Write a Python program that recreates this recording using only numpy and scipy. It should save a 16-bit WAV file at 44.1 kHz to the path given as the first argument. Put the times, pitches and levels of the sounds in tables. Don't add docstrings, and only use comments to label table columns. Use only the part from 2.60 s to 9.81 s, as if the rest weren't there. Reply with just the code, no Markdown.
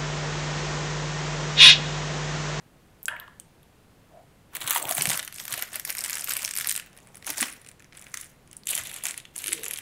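import sys
import numpy as np
from scipy import signal
from scipy.io import wavfile
from scipy.ndimage import uniform_filter1d

SR = 44100
rng = np.random.default_rng(int(sys.argv[2]) if len(sys.argv) > 2 else 0)


def voltage_ratio(decibels):
    exponent = np.asarray(decibels, float) / 20
    return 10 ** exponent


def master(y):
    cut = np.clip(np.atleast_2d(y).T, -1, 1)
    pcm = np.round(cut * 32767)
    wavfile.write(sys.argv[1], SR, pcm.astype(np.int16))


N = 317961
LEAD_S = .003


def evened(x):
    return x / np.sqrt(np.mean(x ** 2) + 1e-20)


def peaked(x):
    return x / np.sqrt(uniform_filter1d(x ** 2, size=50).max())


def read(points, hz):
    f, value = np.transpose(points)
    return np.interp(np.log(hz + 1), np.log(f + 1), value)


def curve(rows, column):
    rows = np.asarray(rows)
    return np.interp(np.arange(N) / SR, rows[:, 0], rows[:, column], -120, rows[-1, column])


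def add(mix, s, sound):
    part = mix[round(s * SR):][:len(sound)]
    part += sound[:len(part)]


def band(x, lo_hz, hi_hz, order=2):
    sos = signal.butter(order, [lo_hz, min(hi_hz, .45 * SR)], "bandpass", fs=SR, output="sos")
    return signal.sosfilt(sos, x)


def resonate(x, hz, width):
    turn = np.exp(2j * np.pi * np.cumsum(hz * np.ones(len(x))) / SR)
    r = np.exp(-np.pi * np.mean(width) / SR)
    return 2 * (turn * signal.lfilter([1 - r], [1, -r], x / turn)).real


def flicker(seconds):
    size = max(int(seconds * SR), 2)
    return evened(uniform_filter1d(uniform_filter1d(rng.standard_normal(N), size), size))


def crackle(per_s, spread_db, clump_db, cycles, lo_hz, hi_hz, count=14):
    rate = per_s / SR * voltage_ratio(clump_db * np.clip(flicker(0.004), -2, 2))
    size = voltage_ratio(spread_db * np.minimum(rng.exponential(1, N), 3))
    size = size * (rng.random(N) < rate) * rng.choice([-1., 1.], N)
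    kind, t, out = rng.integers(0, count, N), np.arange(400) / SR, np.zeros(N)
    for k, hz in enumerate(np.geomspace(lo_hz, hi_hz, count)):
        age = t * hz / cycles
        grain = np.sin(2 * np.pi * hz * t) * age * np.exp(-age)
        out += signal.oaconvolve(size * (kind == k), grain / np.linalg.norm(grain))[:N]
    return out


def air():
    # (frequency [Hz], density [dB per Hz])
    noise_spectrum = [(20, -1), (50, 2), (90, 0), (135, 5.5), (220, -2), (320, -4), (500, -7), (1000, -12),
                      (1600, -15), (3000, -19), (5500, -25), (8000, -25), (11000, -26), (15500, -30)]
    level_db = -57
    frames, hz = N // 256 + 5, np.fft.rfftfreq(1024, 1 / SR)
    a, b, patches = rng.standard_normal((frames, 513, 3)).T
    patches = evened(uniform_filter1d(uniform_filter1d(patches, 12, 0), 20, 1))
    z = (a + 1j * b) * voltage_ratio(read(noise_spectrum, hz)[:, None] + 0.23 * patches)
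    return voltage_ratio(level_db) * evened(signal.istft(z, nperseg=1024, noverlap=768)[1][:N])


def room(x):
    # (frequency [Hz], t60 [s])
    decay = [(200, 0.51), (1500, 0.45), (5000, 0.35), (14000, 0.14)]
    taps = np.zeros(SR // 2)
    at = np.arange(130, len(taps) - 20, 20)
    taps[at + rng.integers(0, 20, len(at))] = rng.choice([-1., 1.], len(at))
    hz, t, z = signal.stft(taps, SR, nperseg=128)
    fade = voltage_ratio(-60 * t / np.maximum(read(decay, hz), .02)[:, None])
    tail = signal.istft(z * fade, SR, nperseg=128)[1]
    return signal.fftconvolve(x, tail / np.linalg.norm(tail))[:N]


def cable():
    # (time [s], level [dB])
    settling = [
        (.479, -64),
        (.483, -34),
        (.5, -39),
        (.52, -35.5),
        (.55, -41),
        (.62, -47.5),
        (.7, -58),
        (.8, -74),
    ]
    # (frequency [Hz], width [Hz], level [dB])
    modes = [(700, 200, -13), (974, 140, -5.5), (1400, 160, -3), (1680, 196, 1.5), (2400, 260, -14),
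             (2850, 180, -9)]
    knocks = crackle(1500, 1.3, 3.0, 0.46, 640, 3160, count=6)
    ring = sum(voltage_ratio(db) * resonate(resonate(knocks, hz, 2 * width), hz, width) for hz, width, db in modes)
    on = slice(round(settling[0][0] * SR), round(settling[-1][0] * SR))
    out = np.zeros(N)
    out[on] = evened(ring[on]) * voltage_ratio(curve(settling, 1)[on])
    return out


def tick(db, hz, pop_db, pop_hz):
    t = np.arange(500) / SR
    ring = np.sin(2 * np.pi * hz * t) * np.exp(-t / .00025) * (1 - np.exp(-t / .0001))
    ring = ring + 0.042 * band(rng.standard_normal(len(t)) * np.exp(-t / 0.0049), 0.7 * hz, 20200)
    dull = band(rng.standard_normal(len(t)) * np.exp(-t / 0.0027), 0.84 * pop_hz, 1.08 * pop_hz)
    return voltage_ratio(db) * (ring / abs(ring).max() + voltage_ratio(pop_db) * dull / abs(dull).max())


def table_contacts():
    # (time [s], peak [dB], pitch [Hz], low pop against the tick [dB], pop pitch [Hz])
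    touches = [(0.43, -22, 12900, -42, 2700), (0.437, -31, 12900, -36, 2700),
               (0.4444, -42, 9700, -28, 2700), (0.4567, -12, 7850, -42, 5000),
               (0.4821, -16.5, 10200, -3.5, 3020), (0.565, -41, 13600, 10, 2350),
               (0.599, -22.5, 13000, -12, 3350), (0.679, -40, 3000, 2.5, 1180),
               (0.7989, -21.5, 8500, -24.5, 3200), (1.0308, -43.5, 11400, -7.5, 3440),
               (6.035, -33.5, 4300, -19, 4200)]
    out = np.zeros(N)
    for s, *row in touches:
        add(out, s, tick(*row))
    return out


def thump(db, hz, t60):
    t = np.arange(SR // 3) / SR
    rough = evened(resonate(resonate(rng.standard_normal(len(t)), hz, .5 * hz), hz, .5 * hz))
    boom = (np.sin(2 * np.pi * hz * t) + .7 * rough) * (1 - np.exp(-t * hz / 1.5))
    boom = boom * voltage_ratio(-60 * t / max(t60, .03))
    return voltage_ratio(db) * boom / abs(boom).max()


def box_walls():
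    # (time [s], peak [dB], pitch [Hz], t60 [s])
    pushes = [
        (2.041, -39.5, 114, 0.083),
        (2.249, -42.5, 116, 0.16),
        (2.38, -33, 148, 0.21),
        (2.476, -27, 134, 0.057),
        (2.92, -44, 117, 0.1),
        (4.686, -42, 303, 0.14),
        (4.817, -30, 245, 0.051),
        (6.198, -44.5, 87, 0.072),
    ]
    # (time [s], peak [dB], pitch [Hz], t60 [s])
    flaps = [
        (0.4817, -15, 1554, 0.028),
        (2.159, -16, 940, 0.043),
        (2.306, -23.5, 700, 0.043),
        (2.976, -34.5, 637, 0.029),
        (3.159, -43, 630, 0.032),
        (4.696, -36, 700, 0.047),
        (4.827, -23.5, 960, 0.026),
    ]
    out = np.zeros(N)
    for s, *row in pushes + flaps:
        add(out, s, thump(*row))
    return out


def hollow(rows):
    s, db, hz, width = np.transpose(rows)
    t = np.arange(s[0], s[-1], 1 / SR)
    hz = np.interp(t, s, hz)
    tone = resonate(resonate(rng.standard_normal(len(t)), hz, width), hz, 2 * width)
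    return s[0], voltage_ratio(np.interp(t, s, db)) * evened(tone)


def cavities():
    # (time [s], level [dB], pitch [Hz], width [Hz])
    slides = [
        [(1.51, -56, 684, 117), (1.57, -50.5, 637, 120), (1.64, -64, 716, 120)],
        [(6.84, -69, 337, 50), (6.86, -49, 330, 50), (6.94, -48, 335, 50), (7.03, -57, 313, 50)],
        [(6.9, -58, 428, 60), (6.93, -53, 430, 60), (7.02, -50, 446, 60), (7.14, -62, 435, 60)],
    ]
    out = np.zeros(N)
    for rows in slides:
        add(out, *hollow(rows))
    return out


def squeeze(column):
    # (start [s], length [s], effort [dB], low pops against it [dB], hollow body against it [dB])
    efforts = [(1.938, 0.048, -58, 5.5, 5), (2.014, 0.11, -46, 7, -3.5), (2.149, 0.034, -36, 0.5, -21),
               (2.184, 0.11, -53.5, -4, 11.5), (2.288, 0.05, -37.5, -2, -22), (2.369, 0.19, -39, -5, -3.5),
               (2.751, 0.16, -49.5, -5.5, -12), (2.903, 0.13, -46.5, 2, -5), (3.127, 0.047, -46.5, 0.5, -7),
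               (3.277, 0.02, -41, -3.5, -10.5), (3.376, 0.27, -48, 1, -8.5), (3.679, 0.18, -43, 0.5, -11.5),
               (3.959, 0.13, -45, -2.5, -12), (4.146, 0.032, -54, 4.5, -1), (4.342, 0.4, -71, -1.5, 7),
               (4.673, 0.036, -41, -2.5, -8.5), (4.776, 0.084, -39.5, -2.5, -9),
               (5.347, 0.19, -65.5, 1, -2), (5.585, 0.051, -54, -2.5, -19), (6.092, 0.11, -40, -1, -13.5),
               (6.254, 0.14, -51, 1.5, -9), (6.441, 0.056, -44, -3, -7.5), (6.763, 0.19, -47, -4.5, -3.5),
               (6.978, 0.23, -54, 3, 4.5)]
    tighten_db_per_s, relax_db_per_s = 983, 153
    let_go_db = 4.5
    t, power = np.arange(0, N, 64) / SR, 0
    for start, length, effort_db, *against_db in efforts:
        off_db = tighten_db_per_s * np.maximum(start - t, 0)
        off_db += relax_db_per_s * np.maximum(t - start - length, 0)
        off_db += let_go_db * (t > start + length)
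        power = power + voltage_ratio(effort_db + ([0] + against_db)[column - 1] - off_db) ** 2
    return np.interp(np.arange(N) / SR, t, np.sqrt(power))


def big_snaps():
    # (time [s], bright crack [dB], low pop [dB], crack pitch [Hz])
    pulled_out = [(1.952, -35, -31, 13500), (1.9564, -35, -27, 12700), (1.965, -36, -46, 9050),
                  (1.9688, -33, -27, 11100.0), (2.007, -40, -51, 13000), (2.0143, -42, -41, 9500.0),
                  (2.0323, -41, -42, 10300.0), (2.069, -34, -40, 12400.0), (2.0765, -27, -21, 9500),
                  (2.0798, -30, -29, 10900.0), (2.0979, -26, -30, 10200), (2.1084, -17.5, -20, 12700),
                  (2.1118, -30, -23, 12000), (2.1188, -32, -25, 11400.0), (2.128, -28, -30, 12900.0),
                  (2.1346, -28, -31, 8100.0), (2.1629, -28, -18, 7500.0), (2.2267, -27.5, -40, 8700.0),
                  (2.2541, -36, -26.5, 11200.0), (2.297, -44, -35, 10200.0), (2.306, -38, -31, 10400.0),
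                  (2.311, -22.5, -21.5, 10700), (2.3233, -36, -24, 7500.0), (2.3518, -28.5, -37, 10300),
                  (2.382, -26.5, -20, 10400), (2.4109, -35, -17.5, 9300), (2.4219, -19, -22.5, 9500),
                  (2.456, -21.5, -18.5, 9300), (2.4617, -40, -34, 6900.0), (2.472, -26, -24.5, 10700.0),
                  (2.491, -27, -28, 9400.0), (2.4988, -24, -22, 9300.0), (2.5035, -23, -20, 9400),
                  (2.5118, -34, -31, 7700.0), (2.5162, -27, -20.5, 9300.0), (2.5307, -31, -25, 8100.0),
                  (2.5333, -28, -27, 8550), (2.54, -36, -28, 8900.0), (2.544, -41, -26, 5100.0),
                  (2.5506, -40, -40, 7900.0), (2.5666, -38, -41, 10500), (2.5753, -26.5, -30, 10900),
                  (2.5943, -32, -22, 9800), (2.599, -38, -24.5, 7950), (2.6288, -33.5, -31, 10000.0),
                  (2.65, -35, -53, 10800), (2.678, -35.5, -31, 9600)]
    turned_over = [(2.726, -40, -37, 10600), (2.762, -39, -40, 10900), (2.7843, -37, -33, 6150),
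                   (2.8003, -42, -28.5, 8260), (2.854, -35, -37, 11300), (2.8806, -33.5, -31.5, 11400),
                   (2.925, -28.5, -29, 10800), (2.929, -28.5, -33, 9100.0), (2.9401, -28, -24.5, 9200.0),
                   (2.9784, -34, -31, 11100.0), (2.994, -33, -33, 10200.0), (2.9979, -44, -33, 9100.0),
                   (3.0245, -25, -24.5, 11700), (3.037, -38, -41, 7500.0), (3.1437, -45, -28, 9100.0),
                   (3.1576, -26.5, -30.5, 11000), (3.198, -30, -32.5, 11400), (3.2516, -27.5, -30, 10700),
                   (3.2978, -38, -24, 10300.0), (3.304, -24.5, -31, 10800), (3.3263, -36, -39, 8400),
                   (3.3515, -33, -30, 11100.0), (3.3706, -32, -47, 10500.0), (3.384, -28, -58, 5900),
                   (3.3906, -29, -35, 8160), (3.408, -27, -54, 5800), (3.417, -43, -52, 7440),
                   (3.44, -26.5, -37, 9200), (3.4476, -28.5, -32, 9200), (3.461, -33, -30, 8800.0),
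                   (3.481, -36, -45, 8650), (3.4975, -27.5, -27.5, 11400), (3.5056, -34, -31, 11200.0),
                   (3.5084, -31, -37, 8600.0), (3.531, -26, -26, 6750), (3.54, -36, -33, 10400.0),
                   (3.544, -34, -38, 7500.0), (3.555, -28.5, -32, 9200), (3.5716, -34, -28.5, 10400.0),
                   (3.5834, -31.5, -35, 9300.0), (3.5954, -33, -33, 7500.0), (3.61, -30.5, -49, 9200),
                   (3.6224, -40, -32.5, 7100.0), (3.6435, -27, -37, 10900.0), ]
    smoothed = [(3.6745, -35, -30, 7500.0), (3.6952, -27, -38, 8700.0), (3.707, -28, -31, 12900),
                (3.7105, -30, -22.5, 10000.0), (3.7212, -28, -24.5, 9100.0), (3.7365, -26, -31, 9600.0),
                (3.754, -38, -31, 8100.0), (3.7677, -24.5, -24.5, 10100), (3.7755, -32, -47, 11500.0),
                (3.7894, -38, -48, 8800.0), (3.8308, -33, -38, 8900.0), (3.8493, -22.5, -25, 6300),
                (3.859, -29, -42, 6900.0), (3.878, -34, -28, 8900), (3.891, -33, -34, 9800.0),
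                (3.911, -29, -31, 8700.0), (3.938, -31.5, -32, 8300.0), (3.9544, -33, -33, 12200),
                (3.965, -29, -29, 10300.0), (3.974, -25, -30, 10100.0), (3.986, -24, -26.5, 9800),
                (4.0002, -32, -30, 8600.0), (4.011, -32, -25.5, 12200.0), (4.015, -31, -41, 9400.0),
                (4.046, -33.5, -24, 9400.0), (4.059, -46, -29, 10300.0), (4.0726, -21, -29, 11300),
                (4.089, -27, -30, 8700.0), (4.0951, -21, -25, 9400), (4.108, -26, -29, 9600.0),
                (4.1139, -24, -22.5, 8800.0), (4.1252, -28, -38, 14200.0), (4.144, -34, -47, 11200.0),
                (4.1533, -31, -28.5, 9400.0), (4.1628, -26, -30, 9400), (4.177, -28, -28.5, 9100),
                (4.1984, -37, -30, 10300.0)]
    picked_at = [(4.263, -50, -50, 13500), (4.272, -60, -49, 13500), (4.331, -60, -51, 10300),
                 (4.367, -54, -52, 13000), (4.376, -47.5, -48, 10600), (4.3879, -63, -48, 8200.0),
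                 (4.403, -55, -57, 7800), (4.473, -52, -53, 9400.0), (4.5463, -50, -48, 7500.0),
                 (4.5556, -44, -49, 10000), (4.5709, -45, -49, 10400), (4.579, -51, -58, 10500),
                 (4.626, -52, -41.5, 6300.0), (4.646, -49, -40.5, 10300.0), (4.667, -30.5, -47, 11400),
                 (4.6758, -36, -32, 11200), (4.683, -49, -39, 8600.0), (4.696, -36, -33, 10700.0),
                 (4.7033, -26, -29.5, 12700), (4.7748, -34, -48, 7440), (4.7826, -29, -51, 9050),
                 (4.804, -35, -29, 9900.0), (4.81, -22.5, -31, 9400), (4.8168, -25, -33, 8800),
                 (4.828, -29.5, -19.5, 8100.0), (5.0169, -51, -56, 9600), (5.048, -53, -48, 7000.0),
                 (5.0643, -50, -45, 9000), (5.073, -50, -49, 10200), (5.0887, -42.5, -46, 8550),
                 (5.115, -49.5, -50, 9300), (5.197, -53, -54, 6840), (5.204, -58, -51, 7000),
                 (5.2237, -56, -50, 6100.0), (5.245, -54, -47, 6500), (5.325, -62, -45.5, 7100.0),
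                 (5.3313, -61, -46, 7650), (5.3507, -55, -48, 7100.0), (5.372, -44, -60, 10000),
                 (5.3757, -48, -43, 8900.0), (5.3857, -58, -51, 10000.0), (5.395, -46, -53.5, 7740),
                 (5.415, -45, -57, 10500.0), (5.424, -50, -45, 8600.0), (5.443, -49, -58, 7500),
                 (5.468, -65, -41.5, 6300.0), (5.5426, -30.5, -28.5, 7100), (5.573, -31.5, -33, 7150),
                 (5.6127, -36.5, -47, 10800), (5.876, -57, -56, 9000), (5.9138, -48, -51, 7700.0),
                 (5.9307, -44, -45.5, 8800), (5.9682, -37.5, -60, 9200)]
    opened = [(6.057, -48, -60, 8500), (6.0718, -25.5, -33, 8450), (6.0902, -26, -36, 9500),
              (6.1083, -25, -47, 9600.0), (6.1138, -30, -50, 8500.0), (6.133, -34, -30, 10100.0),
              (6.1524, -25, -34, 9500), (6.178, -31, -26, 9200), (6.237, -38, -43, 9450),
              (6.2723, -36, -42, 9900.0), (6.3155, -39.5, -35.5, 9600.0), (6.3425, -35, -43, 9500.0),
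              (6.3633, -38, -37, 9500), (6.4381, -29.5, -37, 10800.0), (6.4552, -25, -28, 7200),
              (6.468, -27, -26.5, 9000.0), (6.5101, -31.5, -30, 7950), (6.5426, -44, -34, 10000.0),
              (6.578, -32, -35, 10300), (6.6013, -48, -39, 7400.0), (6.6536, -62, -37.5, 4900.0),
              (6.763, -32, -58, 8750), (6.7802, -31.5, -53, 10500.0), (6.7877, -33, -46, 9700),
              (6.842, -32.5, -29, 9200), (6.862, -33, -29, 11200.0), (6.8713, -29, -40, 10900.0),
              (6.8816, -26.5, -28, 8800), (6.891, -34, -33, 9800.0), (6.921, -49, -24, 6200.0),
              (6.9268, -28, -39, 9500.0), (6.9313, -20.5, -24, 9050), (7.0346, -33, -34, 10800),
              (7.0428, -31, -37, 8200), (7.055, -33, -44, 11500), (7.0634, -35, -30, 7500.0),
              (7.083, -29.5, -49, 11700), (7.1109, -29, -30, 10900), (7.1356, -31, -34, 11400),
              (7.1393, -32, -33.5, 10700.0), (7.1603, -39, -34.5, 7300), (7.1749, -34, -46, 9500),
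              (7.1876, -35, -32, 11200)]
    spreads = [1.6, 1.2, 0.96, 1.6, 1.1]
    lag_s = -.0002
    stages = zip((pulled_out, turned_over, smoothed, picked_at, opened), spreads)
    return [(s + lag_s, *row, spread) for rows, spread in stages for s, *row in rows]


def small_snaps():
    per_s = 170
    bright_over_db, pop_over_db, spread_db = 1, 2, 3.5
    s = np.sort(rng.uniform(0, N / SR - .02, round(per_s * N / SR)))
    at = (s * SR).astype(int)
    chance = spread_db * rng.standard_normal((len(s), 3))
    bright, pop = (20 * np.log10(squeeze(column=k)[at] + 1e-9) for k in (1, 2))
    hz = 9500 * voltage_ratio(np.tanh(chance[:, 2] / spread_db) * 3.2)
    return list(zip(s, bright + bright_over_db + chance[:, 0], pop + pop_over_db + chance[:, 1], hz))


def stir(column, after_s=0.0072, share_db=-15):
    rows, t, kicks = np.asarray(big_snaps()), np.arange(-1000, 3000) / SR, np.zeros(N)
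    kicks[(rows[:, 0] * SR).astype(int)] = voltage_ratio(rows[:, column] + share_db) ** 2
    spreading = np.exp(np.where(t < 0, 2 * t / LEAD_S, -t / after_s))
    unrest = signal.oaconvolve(kicks, spreading)[1000:][:N]
    return np.sqrt(squeeze(column) ** 2 + abs(unrest))


def snap(bright_db, pop_db, hz, spread):
    t = np.arange(600) / SR - LEAD_S
    hiss, jolts, shove, luck = rng.standard_normal((4, 600))
    slips = 0.56 * voltage_ratio(5.6 * np.tanh(luck[0]) + 0.17 * (bright_db + 9.5))
    slips = slips * np.exp(np.where(t < 0, t / 0.00097, -t / 0.0027))
    tear = max(spread, .3) * voltage_ratio(3.6 * np.tanh(luck[2]))
    crack = np.exp(-np.where(t < 0, -t / (0.00036 * tear), t / (0.00033 * tear)) ** 1.2)
    ragged = voltage_ratio(4.8 * evened(uniform_filter1d(shove[::-1], size=12)))
    spray = hiss * (crack * ragged + slips * abs(jolts))
    spray = spray + 2.4 / tear * (abs(t) == abs(t).min())
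    bright = 0.72 * band(spray, 4940, 11700) + band(spray, 0.81 * hz, 1.126 * hz)
    panel_hz = 2300 * voltage_ratio(1.54 * np.tanh(luck[1]))
    push = shove * (np.exp(np.where(t < 0, t / 0.00045, -t / (0.00041 * tear))) + 1.1 * slips)
    pop = band(push, 0.64 * panel_hz, 2.01 * panel_hz)
    return voltage_ratio(bright_db + 5.0) * peaked(bright) + voltage_ratio(pop_db + 0.92) * peaked(pop)


def coloured(x, patchy_db, depth):
    # (frequency [Hz], density [dB per Hz])
    in_box = [(410, -21), (700, -2.5), (2740, -7.5), (3890, -8), (5170, -20.5), (7740, 0.5), (13700, -1.5),
              (15600, 15)]
    unfolded = [(530, -79), (900, -36), (1010, -11.5), (1890, 1), (3770, -7), (9120, 1.5), (11000, -2.5),
                (13200, 5.5), (15600, -1)]
    pinched = [(530, -47), (1300, -3.5), (2150, 6.5), (2900, -4.5), (4600, -10.5), (7000, -1.5),
               (10600, 1.5), (12400, -10.5), (14200, -3.5), (15600, 2)]
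    near_chest = [(530, -50), (900, -16.5), (1960, 6), (3190, 7.5), (5200, -6.5), (7180, 6.5), (9450, 7),
                  (11700, 9.5), (12900, -4), (15600, 4)]
    hz, t, z = signal.stft(x, SR, nperseg=128)
    stage = np.digitize(t, [2.4, 4.22, 6.04])
    gains = np.array([voltage_ratio(depth * read(s, hz)) for s in (in_box, unfolded, pinched, near_chest)])
    audible = (hz > 1200) & (hz < 15000)
    gains /= np.sqrt(np.mean(gains[:, audible] ** 2, axis=1, keepdims=True))
    folds = uniform_filter1d(rng.standard_normal((len(t), len(hz))), size=14, axis=0)
    folds = uniform_filter1d(folds, size=5, axis=1)
    z = z * gains[stage].T * voltage_ratio(patchy_db * evened(folds).T)
    return signal.istft(z, SR, nperseg=128)[1][:N]


def film():
    grains = evened(crackle(2600, 3.3, 5.5, 0.62, 1103, 15600, count=16)) + 0.49 * rng.standard_normal(N)
    bright, low = band(grains, 4700, 22200, order=3), band(grains, 820, 3800, order=3)
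    sheet = 1.083 * (stir(column=1) * evened(bright) + stir(column=2) * evened(low))
    for s, *row in small_snaps():
        add(sheet, s - LEAD_S, snap(*row, spread=2.6))
    body = band(crackle(900, 5.8, 5.5, 0.76, 551, 1205, count=8), 475, 1250, order=3)
    body += 0.37 * np.std(body) * evened(band(rng.standard_normal(N), 237, 422))
    body *= stir(column=2) / uniform_filter1d(stir(column=2), size=2600)
    body[round(6.75 * SR):] *= .3
    cracks = np.zeros(N)
    for s, *row in big_snaps():
        add(cracks, s - LEAD_S, snap(*row))
    creases = coloured(sheet, 2.94, depth=0.56) + coloured(cracks, 0, depth=0.61)
    return creases + squeeze(column=3) * evened(body)


def scene():
    near = cable() + table_contacts() + box_walls() + cavities() + film()
    return (near + voltage_ratio(-14.0) * room(near) + air())[None]


def top_cut(x):
    return signal.sosfilt(signal.butter(12, 16810, fs=SR, output="sos"), x)


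def record(dry):
    edge_hz = 15750
    lowpass = signal.firwin(255, edge_hz, window=("kaiser", 5), fs=SR)
    cut = signal.oaconvolve(dry, lowpass[None], "same")
    return top_cut(cut)


dry = scene()
out = record(dry)
master(out)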